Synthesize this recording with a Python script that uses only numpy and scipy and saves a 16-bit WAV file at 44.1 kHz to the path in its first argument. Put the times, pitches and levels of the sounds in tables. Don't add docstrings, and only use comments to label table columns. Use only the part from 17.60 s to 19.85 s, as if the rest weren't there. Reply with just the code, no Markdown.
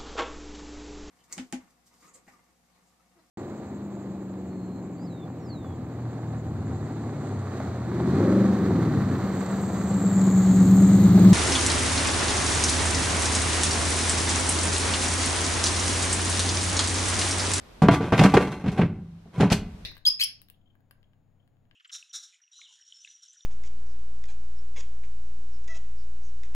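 import sys
import numpy as np
from scipy import signal
from scipy.fft import rfft, irfft
from scipy.io import wavfile
from scipy.ndimage import uniform_filter1d

SR = 44100
rng = np.random.default_rng(int(sys.argv[2]) if len(sys.argv) > 2 else 0)


def generate_wav(signal):
    frames = np.transpose(np.atleast_2d(signal))
    scaled = np.clip(frames, -1, 1) * 32767
    pcm = np.round(scaled).astype(np.int16)
    wavfile.write(sys.argv[1], SR, pcm)


N = 99225
SIZE = 4096
T = np.arange(N) / SR
HZ = np.arange(SIZE // 2 + 1) * SR / SIZE

# pitch in Hz, level in dB, ring time (seconds to fade by 60 dB).
PAN = [(193.1, 5, 0.14), (280.6, 4.5, 0.22), (466.6, -6, 0.27), (623, -11, 0.34), (749, 2, 0.083),
       (868, -13, 0.51), (987, -3, 0.21), (1164, -4.5, 0.31), (1400, -11, 0.29), (1470, -18.5, 0.73),
       (2030, -17.5, 0.47), (2094, -21, 0.24), (2180, -12, 0.26), (2740, -16.5, .22), (3203, -21, 0.24),
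       (4160, -16, 0.12)]


def from_db(db):
    return 10 ** (np.asarray(db) / 20)


def at_hz(points, hz, column=1):
    points = np.array(points)
    return np.interp(np.log(hz + 1), np.log(points[:, 0]), points[:, column])


def add(out, start, x):
    i = int(start * SR)
    out[i:i + len(x)] += x[:N - i]


def through(x, response):
    return signal.fftconvolve(x, response)[:len(x)]


def make_filter(gain):
    cepstrum = irfft(np.log(gain + 1e-9))
    cepstrum[1:SIZE // 2] *= 2
    cepstrum[SIZE // 2 + 1:] = 0
    return irfft(np.exp(rfft(cepstrum)))


def coloured(burst, colour):
    own_colour = np.sqrt(uniform_filter1d(np.abs(rfft(burst)) ** 2, size=25) + 1e-9)
    return through(burst, make_filter(from_db(at_hz(colour, HZ)) / own_colour))


def grains(count, per_second, spread_db):
    hits = rng.random(count) < per_second / SR
    sizes = from_db(spread_db * np.minimum(rng.exponential(1, count), 4))
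    clicks = hits * sizes * rng.choice([-1, 1], count)
    return clicks / (clicks.std() + 1e-9)


def uneven(per_second, depth_db):
    gain = from_db(depth_db * np.interp(T * per_second, np.arange(SIZE), rng.standard_normal(SIZE)))
    return gain / np.sqrt(np.mean(gain ** 2))


def click(db, cutoff_hz):
    lowpass = signal.butter(2, min(cutoff_hz, SR / 3), fs=SR, output="sos")
    return from_db(db) * signal.sosfilt(lowpass, signal.unit_impulse(SIZE) + 1e-18)


def ring(force, tones):
    t = T[:int(max(ring_s for _, _, ring_s in tones) * SR)]
    response = sum(from_db(db - 60 * t / ring_s) * np.sin(2 * np.pi * hz * t) * (-1) ** k
                   for k, (hz, db, ring_s) in enumerate(tones))
    return through(force, response)


def background_noise():
    # frequency in Hz, level in dB.
    rumble_colour = [(25, -28), (45, -21.5), (110, -34), (200, -33), (400, -50.5), (1000, -51),
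                     (3000, -72.5)]
    hiss_colour = [(40, -46), (150, -42), (400, -37.5), (1000, -43), (2000, -48), (4000, -51), (8000, -61),
                   (12000, -66), (15000, -75.5)]
    # time in seconds, level in dB.
    levels = [(0, -2), (.22, -2.5), (.6, -18), (1.35, -15), (1.7, -10.5), (2.15, -4.5)]
    white = rng.standard_normal((3, N + SIZE))
    rumble, left, right = [through(noise, make_filter(from_db(at_hz(colour, HZ))))[SIZE:]
                           for noise, colour in zip(white, (rumble_colour, hiss_colour, hiss_colour))]
    return from_db(np.interp(T, *np.transpose(levels))) * (rumble + np.array([left, right]))


def kitchen_echo(sound):
    # frequency in Hz, level in dB, seconds to fade by 60 dB.
    room = [(48, -0.5, 1.1), (146, -13.5, 1.15), (389.6, -13, 0.5), (1087, -13.5, 0.43), (2883, -10, 0.34),
            (8130, -6.5, 0.18)]
    t, hz = T[:SR], np.arange(SR // 2 + 1)
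    noise = rfft(rng.standard_normal(SR))
    centres = np.geomspace(40, 15000, 12)
    build_up = 1 - np.exp(-(t / 0.0019) ** 2)
    tail = 0
    for centre, pick in zip(centres, np.eye(len(centres))):
        share = np.interp(np.log(hz + 1), np.log(centres), pick)
        fade = from_db(-60 * t / at_hz(room, centre, column=2))
        band = irfft(noise * share) * build_up * fade
        gain = from_db(at_hz(room, centre)) * np.sqrt(np.mean(share ** 2))
        tail += gain * band / np.linalg.norm(band)
    return through(sound, tail)


def rim(force):
    # pitch in Hz, level in dB.
    tones = [(1388, -50.5), (1483, -42), (1625, -47), (2072, -54.5), (2222, -53), (2400, -49), (2650, -54),
             (3190, -60), (3700, -50.5), (4130, -48.5), (4330, -44), (5350, -50), (6300, -42), (8480, -58)]
    ring_s = 0.04
    return ring(force, [(hz, db, ring_s) for hz, db in tones])


def scrapes():
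    # time of hardest rub, swell and release in seconds, level and treble in dB.
    rubs = [(0.347, 0.027, 0.015, -24.5, 13.5), (.44, 0.015, 0.11, -32.5, 5),
            (0.654, 0.086, 0.017, -25, 11), (0.714, 0.033, 0.13, -41, 19), (0.83, 0.044, 0.026, -34.5, 12),
            (0.924, 0.007, 0.017, -38.5, 15), (1.001, 0.046, 0.18, -41.5, -1), (1.13, 0.009, 0.03, -42, 5),
            (1.189, 0.02, 0.01, -29.5, 4.5), (1.222, 0.01, 0.013, -33.5, -16),
            (1.758, 0.022, 0.15, -44, 10.5), (1.858, 0.054, 0.016, -27.5, -16), (2.0, .03, 0.022, -67, -9)]
    # frequency in Hz, level in dB.
    colour = [(40, -3), (130, 20.5), (300, 14), (700, 5.5), (1500, -4), (2500, -12), (4500, -22.5),
              (8000, -29), (11500, -35.5), (14000, -50)]
    treble_hz, rim_db, pan_db = 2520, 6.5, -39.5
    slips = grains(N, per_second=1000, spread_db=1)
    slips *= uneven(per_second=140, depth_db=1.5)
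    low = signal.sosfilt(signal.butter(1, treble_hz, fs=SR, output="sos"), slips)
    treble = slips - low
    force = 0
    for peak, swell, release, db, treble_db in rubs:
        pressure = np.exp(-np.where(T < peak, ((peak - T) / swell) ** 2, (T - peak) / release))
        force += from_db(db) * pressure * (low + from_db(treble_db) * treble)
    body = make_filter(from_db(at_hz(colour, HZ)))
    rub = through(force, body / np.linalg.norm(body))
    return rub + from_db(rim_db) * rim(rub) + from_db(pan_db) * ring(force, PAN)


def catches():
    # start in seconds, level in dB, a number that multiplies the edge's pitches.
    ticks = [(0.323, -29, 0.84), (0.334, -28, 0.82), (0.347, -24, 0.82), (0.5237, -31.5, 1.17),
             (0.529, -31, 0.82), (0.5371, -29.5, 0.72), (0.5781, -33.5, 1.6), (0.5936, -20.5, 0.9),
             (0.5964, -21, 1.2), (.6135, -25.5, 0.68), (0.6278, -26.5, 0.69), (0.6365, -23.5, 1.25),
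             (0.644, -25.5, 0.85), (0.6486, -25.5, 0.63), (.6545, -24.5, 0.76), (0.7408, -24.5, 1.11),
             (.7715, -21.5, 0.92), (1.809, -26, 1.24), (1.8223, -30, 0.77)]
    # pitch in Hz, level in dB, ring time in seconds.
    edge = [(2300, -3, .018), (3050, -5, .016), (4200, -6, .014), (5500, -9, .012), (7100, -11, .01)]
    out = np.zeros(N)
    for start, db, pitch in ticks:
        tones = [(hz * pitch, level, ring_s) for hz, level, ring_s in edge]
        add(out, start, ring(from_db(db) * signal.unit_impulse(SIZE), tones))
    return out


def latch():
    # start in seconds, level in dB, cut-off in Hz.
    clicks = [(1.9014, -23, 4330), (1.9221, -23, 10900), (1.9275, -16.5, 5500)]
    # pitch in Hz, level in dB, ring time in seconds.
    spring = [(2390, -4, 0.012), (3150, -8.5, 0.01), (4470, -3, 0.011), (5240, -8.5, 0.03),
              (6440, -9.5, 0.015), (7850, -10, 0.017), (11000, -6, .014)]
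    force = np.zeros(N)
    for start, db, cutoff_hz in clicks:
        add(force, start, click(db, cutoff_hz))
    return ring(force, spring)


def knocks():
    # start and chatter fade time in seconds; levels of thud, clack, crack, tick,
    # pan ring and housing boom in dB; the bending wall's pitch in Hz and its level in dB.
    hits = [(0.219, 0.015, 27, 17, 2, -13, -20.5, -27.5, 168, -6),
            (.232, 0.04, 30, 15, 2.5, -27.5, -32.5, -19.5, 175, 0),
            (0.2846, 0.0044, 34, 33, 14, -16, -18, -26, 670, -4.5),
            (.309, 0.032, 35.5, 11.5, 6, -12, -65, -50, 119, -15.5),
            (0.404, 0.058, 25, 11.5, 1, -22, -33, -29.5, 450, -17),
            (0.5211, 0.0096, 24, 23, 4, -25, -25, -30, 99, -15.5),
            (.529, 0.024, 30.5, 18.5, 10, -19.5, -36, -45, 663, -13),
            (0.576, 0.032, 4, 12.5, 11, -10, -43, -38, 355, -37),
            (.591, 0.0086, 34.5, 14, 16, -11, -22, -32, 131.5, -8.5),
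            (0.611, 0.014, 13, 28.5, 0, -11, -33, -40, 148.7, -4.5),
            (.634, 0.019, 19, 23.5, 11.5, -2.5, -27, -18.5, 288, -21),
            (0.648, 0.013, 24.5, 23.5, 14, -32, -32, -25, 190.3, -2),
            (.738, 0.018, 37, 22, 9.5, -8, -24, -25.5, 796, -6.5),
            (.768, 0.0098, 32.5, 20.5, 15, -24, -26, -31, 442, -10.5),
            (0.7746, 0.0038, 28, 23, 0.5, -14, -56, -30, 384, -8.5),
            (.806, 0.021, 13, 15, 0, -20, -33.5, -38, 489, -14),
            (0.872, 0.014, 0, 5, -5, -25, -46, -45, 530, -30),
            (1.041, 0.015, 15.5, 4, -12, -36, -36, -29.5, 290, -41),
            (1.06, 0.015, 25, 5.5, -5.5, -29, -38.5, -33, 194, -10.5),
            (1.077, 0.02, 29, -2, 0.5, -24.5, -40.5, -37, 222.3, -27.5),
            (1.115, 0.021, 15.5, -11, -10.5, -22, -47, -30.5, 182, -18),
            (1.173, 0.055, 18, 1.5, 4.5, -26.5, -56, -32.5, 433, -19.5),
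            (1.191, .018, 25.5, 20, -5.5, -28, -34.5, -23.5, 190.4, -6),
            (1.216, 0.0058, 28.5, 7.5, 8.5, -33.5, -51, -18.5, 208, -15),
            (1.229, 0.014, 28.5, 10.5, -4.5, -43, -48.5, -27.5, 163.5, -10),
            (1.656, 0.052, -2.5, -18.5, -34.5, -54, -68.5, -48.5, 668, -46.5),
            (1.778, 0.059, 16, 5.5, -10, -23, -58, -38.5, 142, -13),
            (1.801, 0.032, 23.5, 18.5, 9.5, -14, -36, -17, 199.4, -6.5),
            (1.829, 0.015, 31, 20.5, -3.5, -30, -29, -18.5, 181, -2),
            (1.902, 0.034, 7, 11, 9.5, -10, -41, -50, 772, -33),
            (1.917, 0.0087, 13.5, 21, -8, -9, -49, -26.5, 123, -7),
            (1.9212, 0.0086, 31.5, 1.5, 9, 0.5, -42, -29, 121.3, -9.5),
            (1.929, 0.0071, 20, 5, 8.5, -4, -50, -29.5, 398, -28)]
    band_hz = [170, 700, 2400, 8000]
    # pitch in Hz, level in dB, ring time in seconds.
    housing = [(46, -23, 0.33), (91.8, -7.5, 0.4), (142, -4, 0.24), (174, 4, 0.23), (167.2, -15, 0.92),
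               (206.9, 0, 0.28), (223.2, -16.5, 0.93), (277.1, -7, 0.25), (377, -17, 0.42),
               (416.1, -5, 0.18), (470, -16.5, 0.12), (759.4, -6, 0.0613)]
    force, flex, on_pan, on_housing = np.zeros((4, N))
    t = T[:SIZE]
    for start, decay, thud, clack, crack, tick, pan_db, housing_db, flex_hz, flex_db in hits:
        build_up = 1 - np.exp(-t / (0.088 * decay))
        fade = np.exp(-(t / decay) ** 1.16)
        chatter = grains(SIZE, per_second=2500, spread_db=1) * build_up * fade
        colour = [(24.3, thud - 23), (48.6, thud - 11.5), (96, thud - 7.5),
                  *zip(band_hz, (thud, clack, crack, tick)),
                  (12300, tick - 12), (14030, tick - 20.5)]
        add(force, start, coloured(chatter, colour))
        flex_ring_s = 0.052 + 7.4 / flex_hz
        flex_level = build_up * from_db(flex_db - 60 * t / flex_ring_s)
        add(flex, start, flex_level * np.sin(2 * np.pi * flex_hz * t))
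        add(on_pan, start, click(pan_db, cutoff_hz=890 * from_db(crack)))
        add(on_housing, start, from_db([housing_db]))
    boom = ring(on_housing, housing) * uneven(per_second=28, depth_db=2)
    return force + flex + rim(force) + ring(on_pan, PAN) + boom


def basket_in_kitchen():
    basket = knocks() + scrapes() + catches() + latch()
    return basket + kitchen_echo(basket)


def scene():
    # frequency in Hz, level of the side signal against the middle in dB.
    width = [(60, -56.5), (200, -42), (400, -26.5), (1300, -18), (2400, -11.5), (4400, -5.5), (8100, 0.5),
             (14000, 10)]
    smear_s = 0.00065
    mid = basket_in_kitchen()
    smear = rng.standard_normal(SIZE) * np.exp(-T[:SIZE] / smear_s)
    side = through(basket_in_kitchen(), coloured(smear, width))
    return np.array([mid + side, mid - side]) + background_noise()


def record(dry):
    low_cut_hz, high_cut_hz = 30, 15800
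    x = signal.sosfilt(signal.butter(2, low_cut_hz, "high", fs=SR, output="sos"), dry)
    rounded = x / (1 + (x / .95) ** 6) ** (1 / 6)
    return signal.sosfilt(signal.cheby2(12, 70, high_cut_hz, fs=SR, output="sos"), rounded)


dry = scene()
out = record(dry)
generate_wav(out)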